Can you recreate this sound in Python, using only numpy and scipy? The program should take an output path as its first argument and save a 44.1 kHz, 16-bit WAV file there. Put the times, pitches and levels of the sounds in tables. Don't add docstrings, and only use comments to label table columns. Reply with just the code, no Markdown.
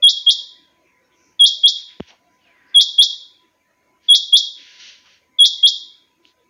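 import sys
import numpy as np
from scipy import signal
from scipy.fft import rfft, irfft, next_fast_len
from scipy.io import wavfile
from scipy.ndimage import uniform_filter1d, map_coordinates

SR = 44100
rng = np.random.default_rng(int(sys.argv[2]) if len(sys.argv) > 2 else 0)


def ratio_of_db(decibels):
    return 10 ** (np.asarray(decibels, float) / 20)


def store_pcm(level_fs):
    pcm = np.round(np.clip(level_fs, -1, 1) * 32767).astype(np.int16)
    wavfile.write(sys.argv[1], SR, np.atleast_2d(pcm).T)


N = 286429
TIME = np.arange(N) / SR
DUCK_DB = 3


def unit(x):
    return x / np.sqrt(np.mean(x ** 2) + 1e-20)


def along(points, hz):
    f, value = np.transpose(points)
    return np.interp(np.log(hz + 1), np.log(f + 1), value)


def wobble(rate_hz):
    knots = rng.standard_normal(int(N * rate_hz / SR) + 4)
    return map_coordinates(knots, [TIME * rate_hz])


def filtered(x, response):
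    size = next_fast_len(N + SR // 2)
    hz = np.fft.rfftfreq(size, 1 / SR)
    return irfft(rfft(x, size) * response(hz), size)[:N]


def rush(spectrum, patchy_db):
    hz, _, z = signal.stft(rng.standard_normal(N), SR, nperseg=1024)
    patches = uniform_filter1d(rng.standard_normal(z.shape), size=3, axis=0)
    patches = uniform_filter1d(patches, size=6, axis=1)
    depth_db = np.clip(patchy_db, 0, 5) * np.clip(hz / 400, 0, 1)[:, None]
    x = signal.istft(z * ratio_of_db(depth_db * unit(patches)), nperseg=1024)[1][:N]
    return unit(filtered(x, lambda hz: ratio_of_db(along(spectrum, hz))))


def narrow(hz, spread_hz, count):
    pole = [1, -np.exp(-2 * np.pi * spread_hz / SR)]
    slow = signal.lfilter([1], np.convolve(pole, pole), rng.standard_normal((2, count)))
    phase = 2 * np.pi * np.cumsum(hz + np.zeros(count)) / SR
    return unit(slow[0] * np.cos(phase) + slow[1] * np.sin(phase))


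def air():
    # f/Hz, level/dB per Hz
    air_colour = [(15, -56.5), (25, -30.5), (73, -6.5), (130, -12.5), (323, -3.5), (441, -11), (485, -7),
                  (883, -15.5), (971, -8.5), (1120, -18.5), (2240, -9.5), (3290, -23.5), (5570, -27),
                  (7600, -33.5), (9880, -80.5), (16700, -120)]
    level_db = -62.5 - 0.45 * TIME
    murmur = ratio_of_db(level_db + 0.61 * wobble(2.5)) * rush(air_colour, patchy_db=6.0)
    whine_db = -67.5 + 3.5 * wobble(25) + 1.5 * wobble(3)
    whine = ratio_of_db(whine_db) * np.sin(2 * np.pi * 999.5 * TIME + .8 * wobble(25))
    insect = ratio_of_db(-82) * narrow(6480, spread_hz=250, count=N)
    return murmur + whine + insect


def quail():
    # whip passing 5.5 kHz t/s, start to whip t/s, held pitch f/Hz, slow bend f/Hz, level/dB
    notes_sung = [
        (0.0962, 0.074, 3215, 145, -5),
        (0.3104, 0.049, 3200, 150, -5),
        (1.4682, 0.076, 3208, 205, -4.5),
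        (1.6835, 0.053, 3225, 180, -5),
        (2.8153, 0.0725, 3218, 235, -4.5),
        (3.0304, 0.052, 3238, 215, -3.5),
        (4.1567, 0.0743, 3225, 290, -4.5),
        (4.3742, 0.052, 3236, 235, -3.5),
        (5.4599, 0.075, 3222, 290, -4.5),
        (5.6787, 0.053, 3222, 165, -4.5),
    ]
    # t/s after the start, level/dB
    opening = [(0, -36), (.002, -22), (.005, -11), (.010, -1.5), (.018, -0.43)]
    # t/s from the whip, level/dB
    closing = [(-.03, -1), (-.015, -5.5), (-.005, -11.5), (0, -9.5), (.0015, -21), (.004, -34),
               (.008, -26.5), (.012, -58)]
    scoops_hz, scoop_s = (240.5, 45.3), .0185
    bend_s, whip_s = .0171, .0073
    whip_hz, ceiling_hz = 2199, 3800
    out = np.zeros(N)
    for (top, lead, hz, bend_hz, db), scoop_hz in zip(notes_sung, np.resize(scoops_hz, len(notes_sung))):
        t = np.arange(round((lead + 0.015) * SR)) / SR
        settle = 150 * np.exp(-t / .0025) + scoop_hz * np.exp(-t / scoop_s)
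        climb = bend_hz * np.exp((t - lead) / bend_s) + whip_hz * np.exp((t - lead) / whip_s)
        whip = climb / (1 + (climb / ceiling_hz) ** 5) ** (1 / 5)
        phase = 2 * np.pi * np.cumsum(hz + settle + whip) / SR
        voice = np.sin(phase) + ratio_of_db(-46) * np.sin(2 * phase)
        shape_db = np.interp(t, *np.transpose(opening)) + np.interp(t - lead, *np.transpose(closing))
        out[round((top - lead) * SR):][:len(t)] += ratio_of_db(db + DUCK_DB + 1 + shape_db) * voice
    return out


def yard(x, tail_db):
    # delay t/s, level/dB
    walls = [(0.00088, -11.0), (0.00143, -11.5), (0.0037, -8.6), (0.00787, -4.2), (0.00871, -8.1),
             (0.00977, -15.0), (0.01075, -11.2), (0.01499, -11.7), (0.01542, -6.6), (0.01757, -4.9),
             (0.02161, -10.5), (0.02617, -12.5), (0.02986, -12.0), (0.03912, -19.4), (0.04587, -17.4)]
    # f/Hz, time to fall 60 dB t/s
    ring = [(200, 0.27), (2000, 0.12), (3300, 0.47), (4500, 0.46), (6000, .38), (7200, 0.48)]
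    # f/Hz, level/dB
    colour = [(3200, -5), (3350, -4), (3600, 1.5), (4300, 0.4), (7000, 0.2)]
    hz, t, z = signal.stft(rng.standard_normal((2, SR)), SR, nperseg=256)
    decay_db = along(colour, hz)[:, None] - 60 * t / along(ring, hz)[:, None]
    tail = signal.istft(z * ratio_of_db(decay_db), SR, nperseg=256)[1]
    tail_time = np.arange(tail.shape[1]) / SR
    tail = tail * (1 - np.exp(-(tail_time / 0.042) ** 2))
    answer = ratio_of_db(tail_db) * tail / np.linalg.norm(tail[0])

    echoes = np.zeros(SR // 16)
    echoes[0] = 1
    delay, db = np.transpose(walls)
    echoes[np.round(delay * SR).astype(int)] = ratio_of_db(db)

    drift = 1.1 * wobble(9)
    shared = x * np.array([np.cos(drift), np.sin(drift)])
    dense = signal.fftconvolve(shared, answer, axes=1).sum(axis=0)
    return signal.fftconvolve(x, echoes)[:N] + dense[:N]


def peeps():
    # middle t/s, length t/s, f/Hz, level/dB
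    coos = [
        (0.702, 0.067, 587, -66),
        (0.773, 0.13, 339, -70),
        (1.049, 0.13, 510, -67),
        (1.203, 0.32, 335, -69),
        (1.581, 0.11, 616, -63.5),
        (2.25, .12, 700, -64),
        (2.475, 0.093, 683, -64.5),
        (3.46, .1, 335, -64),
        (5.83, .12, 328, -63),
        (6.201, 0.049, 336, -61),
    ]
    # middle t/s, length t/s, f/Hz, level/dB
    whistles = [
        (1.065, 0.056, 5500, -75),
        (2.439, 0.057, 4500, -74),
        (2.595, 0.08, 3540, -75),
        (3.848, 0.31, 2172, -72.5),
        (5.36, 0.075, 2117, -61.5),
        (5.595, .06, 2050, -59),
    ]
    # middle t/s, length t/s, f/Hz, level/dB
    chirps = [
        (0.882, 0.1, 2405, -63.5),
        (1.131, 0.067, 2190, -67),
        (1.14, 0.055, 3300, -66.5),
        (1.25, .2, 5890, -64),
        (1.265, 0.19, 2298, -66.5),
        (2.349, 0.08, 5920, -74),
        (2.699, .06, 4860, -65),
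        (6.292, 0.12, 6000, -77.5),
        (6.41, .08, 3510, -72),
    ]
    # middle t/s, length t/s, f/Hz, level/dB
    rustles = [
        (1.925, .08, 2300, -55.5),
        (2.123, .07, 817, -54.5),
        (5.071, 0.05, 1200, -59),
        (6.281, 0.087, 3610, -57.5),
    ]
    calls = [(*c, 30) for c in coos] + [(*c, 50) for c in whistles]
    calls += [(*c, 0.085 * c[2]) for c in chirps]
    calls += [(*c, 0.3 * c[2]) for c in rustles]
    out = np.zeros(N)
    for s, length, hz, db, spread_hz in calls:
        size = round(1.6 * length * SR)
        call = np.hanning(size) * narrow(hz, spread_hz, count=size)
        out[round(s * SR) - size // 2:][:size] += ratio_of_db(db) * call
    return out


def scuffs():
    # start t/s, hold t/s, fade by 20 dB t/s, body level/dB, grit over body level/dB
    drags = [
        (1.785, .05, 0, -56, -12),
        (1.897, .02, .14, -54, -8),
        (2.029, .008, 0.05, -53.5, -6),
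        (2.085, .012, 0.08, -49, -1.5),
        (4.043, .03, 0.1, -62.5, 2.5),
        (4.588, .17, 0.17, -49.5, 2),
        (4.803, 0.093, .16, -46.5, 5.5),
        (5.06, 0.083, 0.1, -55.5, 0),
    ]
    # f/Hz, level/dB per Hz
    sole_colour = [(530, -56), (900, -32), (969, -21.5), (1210, -23.5), (1420, -6.5), (1720, -1),
                   (3200, -0.5), (4160, -29.5), (7040, -120)]
    # f/Hz, level/dB per Hz
    grit_colour = [(1650, -24.5), (2800, 0), (4760, -2), (5090, -9.5), (5700, -3.5), (6430, -12.5),
                   (7600, -36.5), (9880, -70), (16700, -120)]
    rise_s = .035
    sole, grit = rush(sole_colour, patchy_db=1.2), rush(grit_colour, patchy_db=1.2)
    s, hold, fade, body_db, grit_db = np.transpose(drags)[..., None]
    rise_or_fade = np.minimum((TIME - s) / rise_s, (s + hold - TIME) / fade)
    shape_db = 20 * np.minimum(0, rise_or_fade)
    press = ratio_of_db(body_db + np.maximum(shape_db, -200))
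    body_level = np.linalg.norm(press, axis=0)
    grit_level = np.linalg.norm(press * ratio_of_db(grit_db), axis=0)
    return body_level * sole + grit_level * grit


def taps():
    # t/s, push level/dB, push f/Hz, click level/dB, click f/Hz
    contacts = [
        (1.9995, -20, 260, -28.5, 1800),
        (2.0042, -8.5, 214.6, -24, 3000),
        (2.1058, -70.5, 400, -33.5, 3350),
        (6.253, -73.5, 403, -33, 2920),
    ]
    case_hz = 55
    out, t = np.zeros(N), np.arange(SR // 16) / SR
    for s, push_db, push_hz, click_db, click_hz in contacts:
        slowing = .012 * (1 - np.exp(-t / 0.0081))
        ring = np.cos(2 * np.pi * push_hz * slowing - .4)
        push = np.exp(-t / 0.0024) * ring * (1 - np.exp(-t / 0.000304))
        click = (t / 0.00047) * np.exp(1 - t / 0.00042) * np.cos(2 * np.pi * click_hz * t)
        sway = 0.14 * np.exp(-t / .012) * np.sin(2 * np.pi * 76 * t)
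        out[round(s * SR):][:len(t)] += ratio_of_db(push_db) * (push + sway) + ratio_of_db(click_db) * click
    return filtered(out, lambda hz: (1j * hz / (case_hz + 1j * hz)) ** 2)


def swish():
    # t/s, level/dB, hollow f/Hz
    slide = [
        (2.39, -71, 3320),
        (2.47, -52, 2560),
        (2.55, -54.5, 2100),
        (2.62, -54.5, 1850),
        (2.71, -53.5, 1950),
        (2.76, -46, 2100),
    ]
    s, level_db, hollow_hz = np.transpose(slide)
    db, hz = np.interp(TIME, s, level_db), np.interp(TIME, s, hollow_hz)
    gate = np.interp(TIME, [s[0] - .02, s[0], s[-1], s[-1] + 0.013], [0, 1, 1, 0])
    part = gate > 0
    size = np.count_nonzero(part)
    core = .5 * narrow(hz[part], spread_hz=70, count=size)
    hollow = 0.47 * narrow(hz[part], spread_hz=760, count=size)
    lower = 0.6 * np.linspace(0, 1, size) * narrow(1620, spread_hz=110, count=size)
    out = np.zeros(N)
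    out[part] = core + hollow + lower
    return gate * ratio_of_db(db) * out


def scene():
    far = yard(quail(), tail_db=-7.5) + scuffs() + swish() + peeps() + air()
    return (far + taps())[None]


def band_limit(x):
    return signal.sosfilt(signal.butter(12, 16270, fs=SR, output="sos"), x)


def record(dry):
    # f/Hz, level/dB
    mic = [(20, -4.5), (100, 1.5), (2000, -1), (3300, -0.5), (5000, 0.5), (6300, 1.5), (7100, 0.5),
           (7500, -13.5), (8000, -26), (10000, -35), (12000, -49)]
    x = filtered(dry[0], lambda hz: ratio_of_db(along(mic, hz)))
    treble = (x - np.roll(x, shift=7)) / 2
    power = uniform_filter1d(treble ** 2, size=400)
    hold = np.exp(-1 / (0.025 * SR))
    loud = np.sqrt(np.abs(signal.lfilter([1 - hold], [1, -hold], power)))
    ducked = x * ratio_of_db(-DUCK_DB * loud / (loud + 0.012))
    clipped = np.clip(ducked, -.685, .675)
    hiss = ratio_of_db(-77.5) * rng.standard_normal(N) + ratio_of_db(-90) * narrow(14900, spread_hz=400, count=N)
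    top_hz = 15900
    x = filtered(clipped + hiss, lambda hz: 1 / (1 + (hz / top_hz) ** 120))
    return band_limit(x[None])


dry = scene()
out = record(dry)
store_pcm(out)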